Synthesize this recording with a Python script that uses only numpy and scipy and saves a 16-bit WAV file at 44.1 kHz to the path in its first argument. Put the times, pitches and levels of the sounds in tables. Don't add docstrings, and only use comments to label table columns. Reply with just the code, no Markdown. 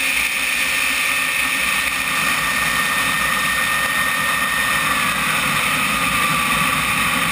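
import sys
import numpy as np
from scipy import signal
from scipy.fft import rfft, irfft
from scipy.io import wavfile
from scipy.ndimage import uniform_filter1d

SR = 44100
rng = np.random.default_rng(int(sys.argv[2]) if len(sys.argv) > 2 else 0)


def master(y):
    cut = np.clip(np.atleast_2d(y).T, -1, 1)
    pcm = np.round(cut * 32767)
    wavfile.write(sys.argv[1], SR, pcm.astype(np.int16))


N = 322371
TIME, FREQ = np.arange(N) / SR, np.fft.rfftfreq(N, 1 / SR)


def shaft(cut_s=4.668, lag_s=0.2584, low_hz=1137.5, unload_s=4.82, unload_db=5.5, db_per_octave=12):
    # t/s, rotation f/Hz, whine level/dB
    full_power = [(0.15, 1810, -34.5), (0.6, 1814, -30), (1.75, 1827, -28), (2.3, 1825.5, -27.5),
                  (2.7, 1827, -25.2), (3.9, 1834, -23.4), (4.7, 1830, -23.6)]
    full_hz, full_db = curves(full_power)
    lags = np.maximum(TIME - cut_s, 0) / lag_s
    hz = low_hz + (full_hz - low_hz) * (1 + lags + lags ** 2 / 2) * np.exp(-lags)
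    unloaded = (1 + np.tanh((TIME - unload_s) / 0.04)) / 2
    return hz, full_db - unload_db * unloaded + db_per_octave * np.log2(hz / full_hz)


def whine(trim_db=-0.03, waver_hz=0.69, shimmer_db=1.14, octave_db=-24):
    hz, db = shaft()
    peak_hz, width_hz, peak_db = 1169, 56, 12.5
    resonance = 1 + (gain_of(peak_db) - 1) / (1 + (2 * (hz - peak_hz) / width_hz) ** 2)
    phase = 2 * np.pi * np.cumsum(hz + waver_hz * wander(11.7)) / SR
    tone = np.sin(phase) + gain_of(octave_db) * np.sin(2 * phase)
    return np.sqrt(2) * tone * resonance * gain_of(db + trim_db + shimmer_db * wander(24))


def jet(roar_trim_db=0.5, hiss_trim_db=3.0, shrill_db=-29.0, surge_db=0.62, crackle_db=0.5):
    # t/s, relative roar level/dB, relative hiss level/dB
    jet_levels = [(0, -21, -35), (1, -21, -34), (1.4, -22.5, -37), (1.9, -21, -35), (2.6, -24, -34.3),
                  (3.2, -25, -37), (4.6, -26.5, -39.5), (4.95, -24.5, -37.5), (5.7, -23, -37.5),
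                  (7.3, -23, -39.5)]
    # f/Hz, width/Hz, relative level/dB
    body_modes = [(267.4, 17, -8), (536, 32, -14), (874, 170, -20), (1880, 640, -15), (2180, 115, -4.5),
                  (2422, 232, 0), (2575, 92, 0.5)]
    # f/Hz, width/Hz, relative level/dB
    shrill_modes = [(2750, 600, 0), (3103, 140, 4.5), (3575, 207, 4.5), (3944, 165, -1.5)]
    # f/Hz, relative level/dB
    hiss_spectrum = [(30, -18), (300, -3.5), (1500, 1), (3500, -20), (4250, 5.5), (4620, 6.5), (4930, 2),
                     (5230, 6.5), (5650, 5.5), (5880, -4), (6000, -15)]
    roar_db, hiss_db = curves(jet_levels)
    surge = gain_of(surge_db * wander(13))
    roar = ringing(body_modes) * gain_of(roar_db + roar_trim_db)
    shrill = ringing(shrill_modes) * gain_of(shrill_db + 0.54 * (roar_db - roar_db.mean()))
    hz, db = np.transpose(hiss_spectrum)
    hiss_shape = gain_of(np.interp(np.log(FREQ + 1), np.log(hz), db))
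    bursts = rng.standard_normal(N) * gain_of(crackle_db * wander(900))
    hiss = unit_rms(filtered(bursts, hiss_shape)) * gain_of(hiss_db + hiss_trim_db)
    return (roar + shrill + hiss) * surge


def slipstream(rush_trim_db=1, mount_db=-43.0, gust_db=1.0):
    # t/s, buffeting level/dB, relative rush level/dB
    airflow = [(0.2, -43, -34), (0.7, -43.5, -29.5), (1.55, -41, -29), (2.25, -34, -24), (4.1, -35.5, -24),
               (5.3, -31.3, -22.5), (6.0, -29.3, -24), (7.3, -29, -23)]
    # f/Hz, width/Hz, relative level/dB
    panel_modes = [(110.5, 15, -3.5), (151.5, 10, 3), (168, 12.5, 0.5), (195, 30, 1), (247.4, 54.4, -1),
                   (497, 33, -12), (838, 50, -9)]
    # f/Hz, width/Hz, relative level/dB
    mount_modes = [(59.7, 10.6, 0)]
    # f/Hz, width/Hz, relative level/dB
    cavity_modes = [(520, 40, -13), (560, 38, -13), (660, 190, -19), (848, 58, -15.5), (1005, 140, -16.5),
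                    (1197, 102, 0), (1415, 204, -10.5), (1916, 187, -4.5), (3060, 130, -13.5),
                    (3675, 172, -10.5), (4660, 130, -24), (5186, 150, -18)]
    buffet_db, rush_db = curves(airflow)
    gusts = gust_db * wander(13)
    panels = ringing(panel_modes) * gain_of(buffet_db + gusts)
    mount = ringing(mount_modes) * gain_of(mount_db + 0.47 * (buffet_db - buffet_db.mean()))
    cavities = ringing(cavity_modes) * gain_of(rush_db + rush_trim_db + gusts)
    return panels + mount + cavities


def gain_ducks(peak_share=0.83, peak_s=0.0049):
    # t/s, depth before smoothing/dB, recovery/s
    ducks = [(0.272, 4, 0.06), (1.883, 6, 0.048), (2.021, 4, 0.087), (3.864, 6, 0.019), (4.446, 4, 0.029),
             (5.125, 3.5, 0.069)]
    db = np.zeros(N)
    for at_s, depth_db, recovery_s in ducks:
        away_s = abs(TIME - at_s)
        peak = peak_share * np.exp(-away_s / peak_s)
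        duck = -np.exp(-away_s / recovery_s)
        db += depth_db * np.where(TIME < at_s, peak, duck)
    return gain_of(uniform_filter1d(db, size=100))


def ringing(modes):
    power = sum(gain_of(db) ** 2 / (1 + ((FREQ - hz) / (width * np.pi / 4)) ** 2) ** 2
                for hz, width, db in modes)
    return noise(np.sqrt(power))


def wander(rate_hz):
    return noise(1 / np.sqrt(1 + (FREQ / rate_hz) ** 4))


def noise(shape):
    return unit_rms(filtered(rng.standard_normal(N), shape))


def filtered(x, shape):
    return irfft(rfft(x) * shape, N)


def curves(rows):
    times, *columns = np.transpose(rows)
    return [np.interp(TIME, times, column) for column in columns]


def gain_of(db):
    return 10 ** (np.asarray(db) / 20)


def unit_rms(x):
    return x / np.sqrt(np.mean(x ** 2) + 1e-20)


def scene():
    return ((whine() + slipstream() + jet()) * gain_ducks())[None]


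def record(dry, low_cut_hz=34, hold_hz=12000, mirror_trim_db=0.5, top_hz=15250):
    passband = (FREQ < hold_hz / 2) / np.sqrt(1 + (low_cut_hz / (FREQ + 1)) ** 8)
    clock = 1 + 2 * gain_of(mirror_trim_db) * np.cos(2 * np.pi * hold_hz * TIME)
    sampled = filtered(dry, passband) * clock
    held = filtered(sampled, np.sinc(FREQ / hold_hz))
    high_cut = signal.firwin(511, top_hz, window=("kaiser", 9), fs=SR)
    return signal.oaconvolve(held, high_cut[None], "same")


dry = scene()
out = record(dry)
master(out)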